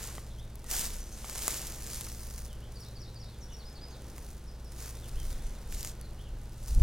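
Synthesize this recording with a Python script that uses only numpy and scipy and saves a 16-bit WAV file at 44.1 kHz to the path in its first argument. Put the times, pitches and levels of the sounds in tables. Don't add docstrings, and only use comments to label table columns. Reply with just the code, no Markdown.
import sys
import numpy as np
from scipy import signal
from scipy.fft import rfft, irfft, next_fast_len
from scipy.io import wavfile
from scipy.ndimage import uniform_filter1d, map_coordinates

SR = 44100
rng = np.random.default_rng(int(sys.argv[2]) if len(sys.argv) > 2 else 0)


def generate_wav(sig):
    pcm = np.round(np.clip(np.atleast_2d(sig).T, -1, 1) * 32767).astype(np.int16)
    wavfile.write(sys.argv[1], SR, pcm)


N = 300850
TOP_HZ = 16000

# frequency_hz, likeness
STEREO_LIKENESS = [(100, 1), (500, .975), (1000, .99), (2000, .997), (4000, .89), (8000, .86), (15000, .88)]
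# frequency_hz, gain_db
AIR_SPECTRUM = [(8, 13.5), (30, 1.5), (70, 6), (130, 1.5), (260, -1.5), (480, 0.5), (750, -6.5),
                (1400, -11.5), (2400, -16), (4000, -15.5), (6000, -19.5), (9000, -22.5), (16000, -27.5)]
# pitch_hz, level_db
HUM_TONES = [(26.2, -54), (58.8, -48), (78.6, -60.5), (131, -58.5), (157.3, -63), (183.5, -68),
             (209.7, -65.5), (223.8, -65), (262, -71), (335.5, -70), (822, -76.5), (1467, -78)]
# time_s, level_db
DRONE_LEVELS = [(0.0, -53.5), (0.46, -50), (0.8, -67.5), (2.07, -51), (2.37, -55.5), (3.22, -49),
                (3.87, -69), (4.02, -53), (4.35, -66), (5.08, -49.5), (5.59, -62), (5.72, -55.5),
                (6.65, -50.5)]
# time_s, level_db
BREEZE_LEVELS = [(0, -47.5), (1.5, -46.5), (3.3, -50), (4.5, -53.5), (4.9, -58), (5.8, -43.5),
                 (6.82, -47.5)]
# peak_s, rise_s, hold_s, fall_s, level_db
WIND_PUFFS = [(.76, .2, 0.21, 0.39, -40), (4.28, 0.42, 0.24, .2, -47), (5.16, .11, 0.18, 0.18, -33),
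              (5.45, 0.067, .02, 0.18, -34), (5.73, 0.12, 0.025, 0.078, -34), (6.35, 0.13, 0.016, .1, -38),
              (6.8, 0.12, 0.045, 0.11, -16)]
# frequency_hz, gain_db
WIND_SPECTRUM = [(4, -22), (12, -5), (28, 0), (48, -4), (80, -17), (140, -31), (400, -50), (1500, -72),
                 (5000, -110)]
# frequency_hz, fade_s
TREE_ECHO = [(500, .3), (4000, 0.4), (10000, 0.34)]
BIRD_SYLLABLES = {"chip": (.026, [5050, 4680, 4270]), "swoop": (.056, [5800, 5300, 3500]),
                  "lift": (.046, [3450, 4020, 4280]), "tsee": (.042, [6900, 5800, 5540, 5540]),
                  "tew": (.05, [4700, 4280, 3200]), "whistle": (.058, [4850, 5030, 4970]),
                  "pip": (.03, [5900, 6200, 6100]), "peep": (.025, [6200, 6450, 6550]),
                  "tsip": (.045, [5850, 5170, 4800])}
# start_s, count, period_s, level_db, syllable
BIRD_SONG = [(1.003, 2, .115, -50.5, "pip"), (2.753, 3, 0.2, -53, "chip"), (2.789, 3, 0.2, -53.5, "swoop"),
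             (2.844, 3, .205, -56.5, "lift"), (3.406, 2, 0.11, -53, "tsee"), (3.585, 3, 0.16, -56, "tew"),
             (3.649, 2, 0.16, -53, "whistle"), (3.897, 1, 0, -56, "peep"), (4.463, 2, .177, -58.5, "tsip"),
             (5.44, 1, 0, -57, "pip")]
# start_s, middle_hz, glide_octaves, level_db
BIRD_SLURS = [(.279, 3730, -0.49, -60.5), (.375, 3470, .45, -57), (.645, 1900, -.08, -58),
              (2.482, 3200, -.35, -58.5), (2.61, 3120, .38, -58.5), (3.31, 3490, -.3, -63),
              (3.473, 3460, .2, -62), (3.496, 2920, -.16, -60.5), (4.94, 3800, 0.34, -61),
              (5.019, 3170, -0.65, -58), (5.14, 2950, .6, -58.5), (5.179, 3156, -.1, -56),
              (5.295, 3700, -.35, -59.5), (5.385, 3600, .3, -62), (5.53, 3840, -.35, -61),
              (6.006, 4320, -.28, -58), (6.175, 3200, .55, -58), (6.238, 2980, -.42, -60)]
# peak_s, rise_s, hold_s, fall_s, level_db
CLOTH_GRAZES = [(1.9, 0.66, 0.54, 0.15, -55), (2.82, 0.21, 0.034, 0.22, -62), (3.4, 0.61, .1, .6, -70.5),
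                (4.17, .28, .15, 0.12, -60), (4.79, .1, 0.098, 0.13, -54.5),
                (5.27, 0.79, 0.019, 0.45, -57.5), (6.69, 0.1, 0.011, 0.067, -53.5)]
# frequency_hz, gain_db
CLOTH_SPECTRUM = [(200, -35), (1000, -8.5), (1800, -9.5), (3200, -14.5), (4700, -5), (6300, -2.5),
                  (7200, -6), (8200, -6), (9800, -2.5), (10800, -5), (12500, -7), (16000, -7)]
# peak_s, rise_s, hold_s, fall_s, swish_db, crush_db
STEPS = [(0, .1, 0.093, .22, -50.5, -52.5), (0.716, 0.048, 0.09, 0.23, -40, -46.5),
         (1.445, 0.41, 0.081, 0.45, -43.5, -48.5), (1.922, 0.18, 0.034, 0.36, -49, -58.5),
         (4.814, 0.1, 0.026, 0.23, -55, -55), (5.298, 0.92, 0.16, 0.69, -65.5, -60),
         (5.729, 0.061, 0.17, 0.053, -51.5, -63.5), (6.72, 0.28, 0.16, .2, -58, -70)]
# frequency_hz, gain_db
BLADE_SPECTRUM = [(200, -42), (1000, -19.5), (2200, -10), (3800, -7), (5200, -3), (6800, -1), (8500, -3),
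                  (10500, -4.5), (13000, -6), (16000, -13)]
# frequency_hz, gain_db
CRUNCH_SPECTRUM = [(80, -25), (250, -2.5), (500, -0.5), (1100, -3), (2000, -5), (3500, -13.5), (8000, -31),
                   (16000, -50)]
# start_s, crack_db, knock_db
STALK_SNAPS = [(.0403, -21, -54), (0.1817, -36, -28.5), (.556, -27, -60), (.6432, -31, -42),
               (.843, -16, -47), (1.245, -36, -29.5), (1.2975, -15.5, -44), (1.4802, -5, -20),
               (1.543, -13, -48), (2.0106, -17, -43), (2.072, -42, -36), (2.53, -30, -62),
               (4.1815, -26, -37), (5.7248, -20, -41), (5.83, -18.5, -47), (5.8485, -15.5, -46),
               (6.013, -28.5, -60), (6.749, -24, -56)]
# frequency_hz, gain_db
CRACK_SPECTRUM = [(150, -45), (400, -16), (1000, -11), (3000, -7), (7000, -1), (12000, 0), (16000, 0)]
# pitch_hz, level_db, fade_s (to fall by 60 dB)
STEM_TONES = [(484, -14, .012), (815, -3.5, 0.0083), (1230, 1, 0.0098), (2160, -6, 0.018), (3230, -6, 0.01)]


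def amp(db):
    return 10 ** (np.asarray(db) / 20)


def unit(x):
    return x / np.sqrt(np.mean(x ** 2) + 1e-20)


def along(points, hz):
    frequencies, values = np.transpose(points)
    return np.interp(np.log(hz + 1), np.log(frequencies + 1), values)


def curve(rows):
    return np.interp(np.arange(N) / SR, *np.transpose(rows))


def wobble(rate):
    return map_coordinates(rng.standard_normal(int(N * rate / SR) + 4), [np.arange(N) * rate / SR])


def swells(rows, range_db=20):
    t = np.arange(N) / SR
    power = np.zeros(N)
    for peak_s, rise_s, hold_s, fall_s, db in rows:
        before = np.maximum(peak_s - t, 0) / rise_s
        after = np.maximum(t - peak_s - hold_s, 0) / fall_s
        power += amp(db - range_db * (before + after)) ** 2
    return np.sqrt(power)


def filtered(x, response):
    size = next_fast_len(N + SR // 2)
    return irfft(rfft(x, size) * response(np.fft.rfftfreq(size, 1 / SR)), size)[..., :N]


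def coloured(x, spectrum):
    return unit(filtered(x, lambda hz: amp(along(spectrum, hz))))


def add(track, start_s, sound):
    part = track[..., max(round(start_s * SR), 0):][..., :sound.shape[-1]]
    part += sound[..., :part.shape[-1]]


def spread(pair):
    turn = lambda hz: np.arccos(np.clip(along(STEREO_LIKENESS, hz), -1, 1)) / 2
    mid, side = filtered(pair, lambda hz: np.array([np.cos(turn(hz)), np.sin(turn(hz))]))
    return np.array([mid + side, mid - side])


def air():
    level = amp(-53 + 1.08 * wobble(2.73))
    return spread(level * coloured(rng.standard_normal((2, N)), AIR_SPECTRUM))


def hum(drone_hz=112.5):
    t = np.arange(N) / SR
    tone = lambda hz: np.sqrt(2) * np.sin(2 * np.pi * (hz * t + rng.random()) + 0.34 * wobble(3.06))
    steady = sum(amp(db + 1.63 * wobble(2.103)) * tone(hz) for hz, db in HUM_TONES)
    return steady + amp(curve(DRONE_LEVELS)) * tone(drone_hz)


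def wind():
    swirls = coloured(rng.standard_normal(N), WIND_SPECTRUM)
    own_level = np.sqrt(np.abs(uniform_filter1d(swirls ** 2, size=SR // 12)))
    strength = np.hypot(amp(curve(BREEZE_LEVELS)), swells(WIND_PUFFS))
    return strength * swirls / own_level


def trees(sound):
    hz, t, noise = signal.stft(rng.standard_normal((2, SR // 2)), SR, nperseg=256)
    fade = amp(-60 * t / along(TREE_ECHO, hz)[:, None])
    _, tail = signal.istft(noise * fade, SR, nperseg=256)
    return signal.fftconvolve(sound[None], tail / np.linalg.norm(tail[0]), axes=1)[:, :N]


def bird_notes(slur_s=0.048):
    notes = [(start_s, slur_s, hz * 2 ** (octaves * np.array([-0.5, 0, 0.5])), db)
             for start_s, hz, octaves, db in BIRD_SLURS]
    for start_s, count, period_s, db, name in BIRD_SONG:
        length_s, pitches = BIRD_SYLLABLES[name]
        for k in range(round(count)):
            tuning = 1 + 0.0117 * rng.normal()
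            notes.append((start_s + k * period_s, length_s, np.array(pitches) * tuning, db))
    return notes


def birds(near_db=-51.5, direct_db=1, far_fade=0.67):
    song, direct = np.zeros(N), np.zeros(N)
    quiver = 1 + 0.017 * wobble(700)
    for start_s, length_s, pitches, db in bird_notes():
        progress = np.linspace(0, 1, int(length_s * SR))
        bend = np.polyfit(np.linspace(0, 1, len(pitches)), pitches, len(pitches) - 1)
        pitch_hz = np.polyval(bend, progress) * quiver[round(start_s * SR):][:len(progress)]
        level = amp(db) * np.sqrt(np.abs(np.sin(np.pi * progress)))
        whistle = level * np.sin(2 * np.pi * np.cumsum(pitch_hz) / SR)
        add(song, start_s, whistle)
        add(direct, start_s, whistle * amp((db - near_db) * far_fade))
    flutter = amp(1.24 * wobble(200))
    return amp(direct_db) * direct * flutter + spread(trees(song * flutter))


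def crackle(rate, scatter_db, life_s):
    sizes = amp(scatter_db * np.minimum(rng.exponential(size=N), 5))
    slips = sizes ** 2 * (rng.random(N) < rate / SR)
    energy = signal.lfilter([1], [1, -np.exp(-1 / (life_s * SR))], slips)
    return unit(np.sqrt(energy) * rng.standard_normal((2, N)))


def friction(sweep, spectrum, scatter_db, hiss_db, sheen_db):
    effort = np.sqrt(sweep / sweep.max())
    contacts_per_s = 700 + 3000 * effort
    ticks = crackle(contacts_per_s, scatter_db, life_s=0.00077)
    ticks *= np.sqrt(contacts_per_s.mean() / contacts_per_s)
    rub = coloured(amp(hiss_db) * rng.standard_normal((2, N)) + ticks, spectrum)
    sheen = filtered(rub, lambda hz: (hz / TOP_HZ) ** 6)
    level = amp(6 + wobble(55)) * sweep
    return spread(level * (rub + amp(sheen_db) * effort ** 2 * sheen))


def grass(stir_db=-70):
    sweep = swells([(*timing, swish_db) for *timing, swish_db, _ in STEPS])
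    blades = friction(sweep, BLADE_SPECTRUM, scatter_db=5, hiss_db=-1, sheen_db=3)
    graze = np.hypot(swells(CLOTH_GRAZES), amp(stir_db))
    return blades + friction(graze, CLOTH_SPECTRUM, scatter_db=6, hiss_db=-5.5, sheen_db=-11)


def tread():
    weight = swells([(*timing, crush_db) for *timing, _, crush_db in STEPS])
    crunch = crackle(rate=1100, scatter_db=3, life_s=0.0011)
    return spread(weight * coloured(crunch, CRUNCH_SPECTRUM))


def snaps(crack_s=0.003, fray_s=0.02):
    t = np.arange(SR // 25) / SR
    cracks, knocks = np.zeros(N), np.zeros(N)
    fracture = amp(-60 * t / crack_s) + amp(-25 - 60 * t / fray_s)
    for start_s, crack_db, knock_db in STALK_SNAPS:
        add(cracks, start_s, amp(crack_db) * fracture * np.tanh(rng.standard_normal(len(t))))
        tunings = np.exp(0.1 * rng.normal(size=len(STEM_TONES)))
        ring = sum(amp(db - 60 * t / fade_s) * np.sin(2 * np.pi * hz * tuning * t)
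                   for (hz, db, fade_s), tuning in zip(STEM_TONES, tunings))
        add(knocks, start_s, amp(knock_db) * ring / np.abs(ring).max())
    return filtered(cracks, lambda hz: amp(along(CRACK_SPECTRUM, hz))) + knocks


def scene():
    return grass() + tread() + snaps() + birds() + air() + hum() + wind()


def record(dry):
    bass_hz = 110
    lag_s = lambda hz: hz ** 2 / (hz ** 2 + bass_hz ** 2) / SR
    sides = np.array([[-1], [1]])
    return filtered(dry, lambda hz: (hz < TOP_HZ) * np.exp(1j * np.pi * hz * lag_s(hz) * sides))


dry = scene()
out = record(dry)
generate_wav(out)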